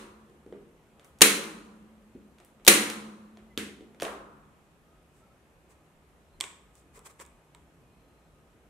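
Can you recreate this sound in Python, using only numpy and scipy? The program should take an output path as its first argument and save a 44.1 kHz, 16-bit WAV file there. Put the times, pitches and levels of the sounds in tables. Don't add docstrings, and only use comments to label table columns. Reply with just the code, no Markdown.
import sys
import numpy as np
from scipy import signal
from scipy.fft import rfft, irfft, next_fast_len
from scipy.io import wavfile
from scipy.ndimage import uniform_filter1d, map_coordinates

SR = 44100
rng = np.random.default_rng(int(sys.argv[2]) if len(sys.argv) > 2 else 0)


def int16_out(signal):
    q = np.round(np.clip(np.atleast_2d(signal).T, -1, 1) * 32767)
    wavfile.write(sys.argv[1], SR, q.astype(np.int16))


N = 383229
LEAD = SR // 2


def amp(db):
    return 10 ** (np.asarray(db) / 20)


def unit(x):
    return x / np.sqrt(np.mean(x ** 2) + 1e-20)


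def along(points, hz):
    f, v = np.transpose(points)
    return np.interp(np.log(hz + 1), np.log(f + 1), v)


def filtered(x, response):
    m = next_fast_len(x.shape[-1] + 2048)
    spectrum = rfft(x, m) * response(np.fft.rfftfreq(m, 1 / SR))
    return irfft(spectrum, m)[..., :x.shape[-1]]


def peaks(table, widen, base_db):
    def gain(f):
        power = sum(amp(db) ** 2 / (1 + (2 * (f - c) / (widen * w)) ** 2) for c, w, db in table)
        return np.sqrt(amp(base_db) ** 2 + power)
    return gain


def wobble(rate):
    coarse = np.arange(0, N + 64, 64)
    knots = rng.standard_normal(int(N * rate / SR) + 4)
    return np.interp(np.arange(N), coarse, map_coordinates(knots, [coarse * rate / SR]))


# frequency_hz, correlation (no unit)
ALIKE = [(25, .1), (60, .75), (130, .93), (290, 0.84), (640, 0.97), (1400, 0.11), (3000, 0.14)]


def pair(count):
    def split(hz):
        turn = np.arccos(np.clip(along(ALIKE, hz), -1, 1)) / 2
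        return [np.cos(turn), np.sin(turn)]
    mid, side = filtered(rng.standard_normal((2, count)), split)
    return np.array([mid + side, mid - side])


def burst(colour, rise, hold, length, focus):
    t = np.arange(SR // 12) / SR
    noise = unit(filtered(pair(count=len(t)), colour))
    noise = unit(focus * noise[0] + (1 - focus) * noise)
    swell = np.minimum(t / max(rise, 1e-4), 1)
    decay = amp(-20 * np.maximum(t - rise - hold, 0) / max(length, 5e-4))
    return noise * swell * decay / 2


# frequency_hz, t60_s
GARAGE = [(100, 2.5), (260, 0.83), (700, 0.57), (1840, 0.48), (4850, 0.46), (12800, 0.33)]
# frequency_hz, level_db
WALLS = [(110, -22), (200, -0.5), (400, -6), (900, 1), (2000, 3.5), (4200, -1.5), (5000, -2.5), (9000, 3),
         (15000, -0.5)]


def garage(seconds):
    hz, t, z = signal.stft(pair(count=int(SR * seconds)), SR, nperseg=256)
    fall_db = 60 * t / along(GARAGE, hz)[:, None]
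    linger = amp(-25 - 0.37 * fall_db) * (1 - t / t[-1])
    decay = amp(-fall_db) + linger
    tail = signal.istft(z * amp(along(WALLS, hz))[:, None] * decay, SR, nperseg=256)[1]
    tail = tail * np.clip((np.arange(tail.shape[1]) / SR - .002) / 0.003, 0, 1)
    return tail / np.linalg.norm(tail[0])


# pitch_hz, level_db, t60_s
BENCH = [(88, -22, .2), (161, -15.5, 0.22), (206, -9.5, 0.6), (214.6, -24.5, 3.5), (286.7, -7, .5),
         (340.3, -0.5, 0.24), (368, -22.5, 1.1), (401, 4.5, 0.09), (451.3, -5, .3), (472, -22, 1.1),
         (539.6, -5.5, 0.2), (750.2, -10, 0.17), (970, -28, 0.95)]


def bench(tilt, seconds, scatter_db, flutter, slap_db, attack):
    t = np.arange(int(SR / 5 * seconds)) * 10 / SR
    hz, db, t60 = np.transpose(BENCH)[:, :, None]
    knots = rng.standard_normal((3, len(BENCH), 61))
    drift = np.array([[np.interp(t * 30, np.arange(61), k) for k in mode] for mode in knots[:2]])
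    drift = drift * np.minimum(t / 0.039, 1)
    strength_db = db + tilt * np.log2(hz / 400) + scatter_db * knots[2, :, 1:2]
    size = amp(strength_db + 3.5 * flutter * drift[0] - 60 * t / t60)
    apart = 0.18 * knots[2, :, 2:3]
    flip = np.pi * (knots[2, :, 3:4] > 0)
    phase = 2 * np.pi * hz * t + flip + flutter * drift[1]
    ring = np.array([(size * np.sin(phase + side * apart)).sum(axis=0) for side in (1, -1)])
    period = 2 ** (-tilt / 8) / 480
    slap = amp(slap_db) * t / period * np.exp(-1.6 * t / period) * np.sin(2 * np.pi * t / period)
    band = signal.butter(1, (900, 1350), "band", fs=SR / 10, output="sos")
    sheet = signal.sosfilt(band, rng.standard_normal((2, len(t))))
    sheet = sheet * amp(2.7 * tilt - 10.5 - 60 * t / 1.1)
    knock = ((ring + sheet) * (1 - np.exp(-t / attack)) + slap) / 3
    return signal.resample_poly(knock, 10, 1, axis=1)


def add(out, s, x):
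    part = out[:, round(s * SR) + LEAD:][:, :x.shape[1]]
    part += x[:, :part.shape[1]]


def blows(rows, colour, knock, rise, hold, focus, wet_db, knock_wet_db):
    out = np.zeros((2, N + LEAD))
    for s, db, knock_db, tilt, knock_tilt, length, pan in rows:
        tint = lambda hz: colour(hz) * amp(tilt * np.log2((hz + 100) / 4000))
        crack = amp(db) * burst(tint, rise, hold, length, focus)
        seconds = np.clip(1 + (db + max(knock_db, 0)) / 50, .22, 1)
        thud = amp(db + knock_db) * knock(knock_tilt, seconds)
        add(out, s, crack * amp([[pan / 2], [-pan / 2]]))
        add(out, s, thud)
        room = garage(seconds)
        echo = filtered(room, tint)
        echo_gain = amp(wet_db) * np.linalg.norm(crack[0]) / np.linalg.norm(echo[0])
        add(out, s, echo_gain * echo)
        start = thud[:1, :2000] * np.hanning(4000)[2000:]
        add(out, s, amp(knock_wet_db) * signal.fftconvolve(start, room, axes=1))
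    return out[:, LEAD:]


# start_s, level_db, knock_db, switch_lead_s, switch_db, coil_lead_s, coil_db, return_db
SHOTS = [(-.26, -4.5, -11, .03, -40.5, 0.0083, -13, -29.5), (1.216, 5, -15, 0.029, -46.5, .007, -11.5, -29),
         (2.6765, 5.5, -14, .0272, -30.5, 0.01, -14, -19.5)]
# pitch_hz, width_hz, level_db
GUN = [(2270, 1300, -1.5), (4090, 250, -1), (6037, 610, -6), (7130, 300, -6.5), (9100, 1400, -5),
       (10800, 190, -8), (12800, 840, -13)]


def shots():
    rows = [(s, db, knock_db, 0, 0, .008, -.6) for s, db, knock_db, *_ in SHOTS]
    body = peaks(GUN, widen=1.4, base_db=-18.5)
    colour = lambda hz: body(hz) * hz ** 2 / (hz ** 2 + 900 ** 2)
    knock = lambda tilt, seconds: bench(tilt, seconds, scatter_db=0.47, flutter=0.94, slap_db=20.0, attack=.003)
    return blows(rows, colour, knock, rise=.0025, hold=0.0032, focus=.15, wet_db=-3.5, knock_wet_db=-1.5)


# frequency_hz, level_db (per Hz)
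AIR = [(12, -40), (20, -19), (64, -2.5), (87, -6.5), (155, -7.5), (188, -7.5), (385, -9), (633, -13.5),
       (1130, -17), (1230, -17.5), (2080, -23), (2900, -25), (4760, -34), (8060, -31.5), (14800, -37)]
# pitch_hz, level_db
HUM = [(59.2, -70), (156.1, -72), (1249, -83.5), (2186, -92.5), (2492, -89)]
AIR_DB = -62


def air():
    z = signal.stft(pair(count=N + 512), nperseg=512)[2]
    field = uniform_filter1d(rng.standard_normal(z.shape[1:]), size=4, axis=0)
    field = uniform_filter1d(field, size=14, axis=1)
    noise = signal.istft(z * amp(.9 * unit(field)), nperseg=512)[1][:, :N]
    t = np.arange(N) / SR
    hum = sum(amp(db + 2.5 + 4.2 * wobble(7.7)) * np.sin(2 * np.pi * hz * t + 3.4 * wobble(15))
              for hz, db in HUM)
    colour = lambda hz: amp(along(AIR, hz)) / (1 + (hz / 14500) ** 24)
    return amp(AIR_DB) * unit(filtered(noise, colour)) + hum


# start_s, level_db (peak), knock_db, tilt (dB per octave)
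TICKS = [(0.297, -55.5, 5, 0), (0.463, -54, 10, -6), (0.525, -42.5, 5, -10.5), (0.996, -47.5, -9.5, -3),
         (1.046, -44, -16, 6), (2.151, -61, 19.5, -2.5), (2.385, -49, -18, -2.5), (2.401, -45.5, -11, -2.5),
         (2.448, -47, -14, 8), (2.598, -53, -10, -9), (3.372, -43, -8, -6)]
# start_s, level_db (peak), knock_db, tilt (dB per octave), knock_tilt (dB per octave)
LANDINGS = [(3.5758, -15.5, -13, -1.5, -5), (3.808, -48.5, 5, -5, -4), (3.947, -50.5, -5.5, -7, .5),
            (4, -31, -20, -4, 6.5), (4.008, -32, -14.5, -1, -5), (4.02, -22.5, -29.5, 1, -8.5),
            (4.0229, -24.5, -1, -6, 2.5), (4.031, -25.5, -16.5, 1, 1), (4.0506, -22.5, -13.5, -6.5, 5.5),
            (4.066, -34, -3.5, -1, 5.5)]
# frequency_hz, level_db
HOUSING = [(500, -30), (900, -10), (1500, -1), (3500, 2), (5000, -3.5), (9000, -3.5), (12000, -8.5),
           (16000, -18)]
RETURN_S = .2237
SWITCH_TILT, COIL_TILT, RETURN_TILT = 4.5, .1, -0.5
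INNER_KNOCK_DB = -23
KNOCK_TILT, DULLER_PER_DB = -0.3, 0.3367


def ticks():
    contacts = []
    for s, _, _, switch_s, switch_db, coil_s, coil_db, return_db in SHOTS:
        contacts += [(s - switch_s, switch_db, INNER_KNOCK_DB, SWITCH_TILT),
                     (s - coil_s, coil_db, INNER_KNOCK_DB, COIL_TILT),
                     (s + RETURN_S, return_db, INNER_KNOCK_DB, RETURN_TILT)]
    rows = [(s, db, knock_db, tilt, KNOCK_TILT - DULLER_PER_DB * knock_db, .0035, -1.5)
            for s, db, knock_db, tilt in contacts + TICKS]
    rows += [(*row, .0035, -1.5) for row in LANDINGS]
    colour = lambda hz: amp(along(HOUSING, hz))
    knock = lambda tilt, seconds: bench(tilt, seconds, scatter_db=2.2, flutter=.9, slap_db=26, attack=.002)
    return blows(rows, colour, knock, rise=0.00032, hold=0, focus=1.0, wet_db=1.0, knock_wet_db=0.5)


# middle_s, hiss_db, body_db, half_length_s
SLIDES = [(1.05, -68.5, 9, 0.0086), (5.18, -72, -19, .04), (5.715, -65.5, -0.5, 0.021),
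          (6.78, -65.5, -23, 0.036), (6.965, -58.5, 0.5, 0.021), (7.065, -49, -3, 0.013),
          (7.106, -60, 0, 0.014), (7.214, -50, 0.5, 0.016)]
# pitch_hz, width_hz, level_db
BLOCK = [(420, 60, -3.5), (540, 34, -6.5), (982.8, 99, -9.5), (1120, 260, -9.5), (2315, 620, -6.5),
         (3440, 700, -3), (5643, 400, -10.5), (7860, 960, 3.5)]


def slides():
    out, t = np.zeros((2, N + LEAD)), np.arange(SR // 4) / SR
    body = peaks(BLOCK, widen=2.1, base_db=-15.5)
    high = lambda hz: body(hz) * hz ** 4 / (hz ** 4 + 2800.0 ** 4)
    hollow = peaks(BLOCK[:5], widen=.9, base_db=-24)
    low = lambda hz: hollow(hz) * hz ** 2 / (hz ** 2 + 400 ** 2) / (1 + (hz / 2200) ** 4)
    middle = t[-1] / 2
    for s, db, body_db, half in SLIDES:
        grit = amp(0.84 * np.repeat(rng.standard_normal(len(t) // 64 + 1), 64)[:len(t)])
        hiss = unit(filtered(pair(count=len(t)), high))
        noise = hiss + amp(body_db) * unit(filtered(pair(count=len(t)), low))
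        rub = amp(db) * grit * noise * np.exp(-((t - middle) / half) ** 2)
        add(out, s - middle, rub)
        add(out, s - middle, amp(-11.5) * signal.fftconvolve(rub[:1], garage(.3), axes=1))
    return out[:, LEAD:]


# middle_s, pitch_hz, level_db, half_length_s
SQUEAKS = [(3.53, 2040, -71, 0.03), (5.25, 1330, -65, .03), (5.317, 1320, -68, 0.016),
           (6.33, 4120, -82, .06), (8.1, 4130, -83, .2)]


def squeaks():
    t, out = np.arange(N) / SR, 0
    for s, hz, db, half in SQUEAKS:
        level = amp(db + 3.7 * wobble(43)) * np.exp(-((t - s) / half) ** 4)
        out = out + level * np.sin(2 * np.pi * hz * t + 1.6 * wobble(50))
    return out


# start_s, level_db (peak), knock_db, tilt (dB per octave)
TAPS = [(6.403, -24.5, -15.5, -5.5), (6.4089, -12.5, -23.5, -5), (6.4395, -26.5, -16, -9.5),
        (6.754, -46, -21, 3), (6.975, -46.5, 3.5, -3), (6.992, -37.5, -10.5, 0), (7.058, -48.5, 0.5, -7),
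        (7.194, -45.5, -5, -7.5), (7.199, -33.5, -15, -9.5), (7.251, -44, -12.5, -5), (7.263, -43, -14, 4),
        (7.548, -41.5, -4, -7)]
TAP_S, TAP_LONGER = .0015, 0.15
TAP_PAN_DB = -5


def taps():
    rows = [(s, db, knock_db, tilt, 0, TAP_S * 2 ** (-TAP_LONGER * tilt), TAP_PAN_DB)
            for s, db, knock_db, tilt in TAPS]
    body = peaks(BLOCK, widen=.9, base_db=-22)
    colour = lambda hz: body(hz) * hz ** 2 / (hz ** 2 + 1500 ** 2)
    hollow = peaks(BLOCK[:4], widen=0.58, base_db=-47)
    knock = lambda tilt, seconds: burst(hollow, rise=0.0016, hold=0, length=0.024, focus=0.66)
    return blows(rows, colour, knock, rise=0.00048, hold=0, focus=1.0, wet_db=-6.5, knock_wet_db=-3.5)


def scene():
    return shots() + air() + ticks() + slides() + squeaks() + taps()


TOP_HZ = 15770


def record(dry):
    clipped = dry / (1 + np.abs(dry / .98) ** 8) ** (1 / 8)
    return filtered(clipped, lambda hz: np.sin(np.pi / 2 * np.clip((TOP_HZ + 150 - hz) / 400, 0, 1)) ** 2)


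dry = scene()
out = record(dry)
int16_out(out)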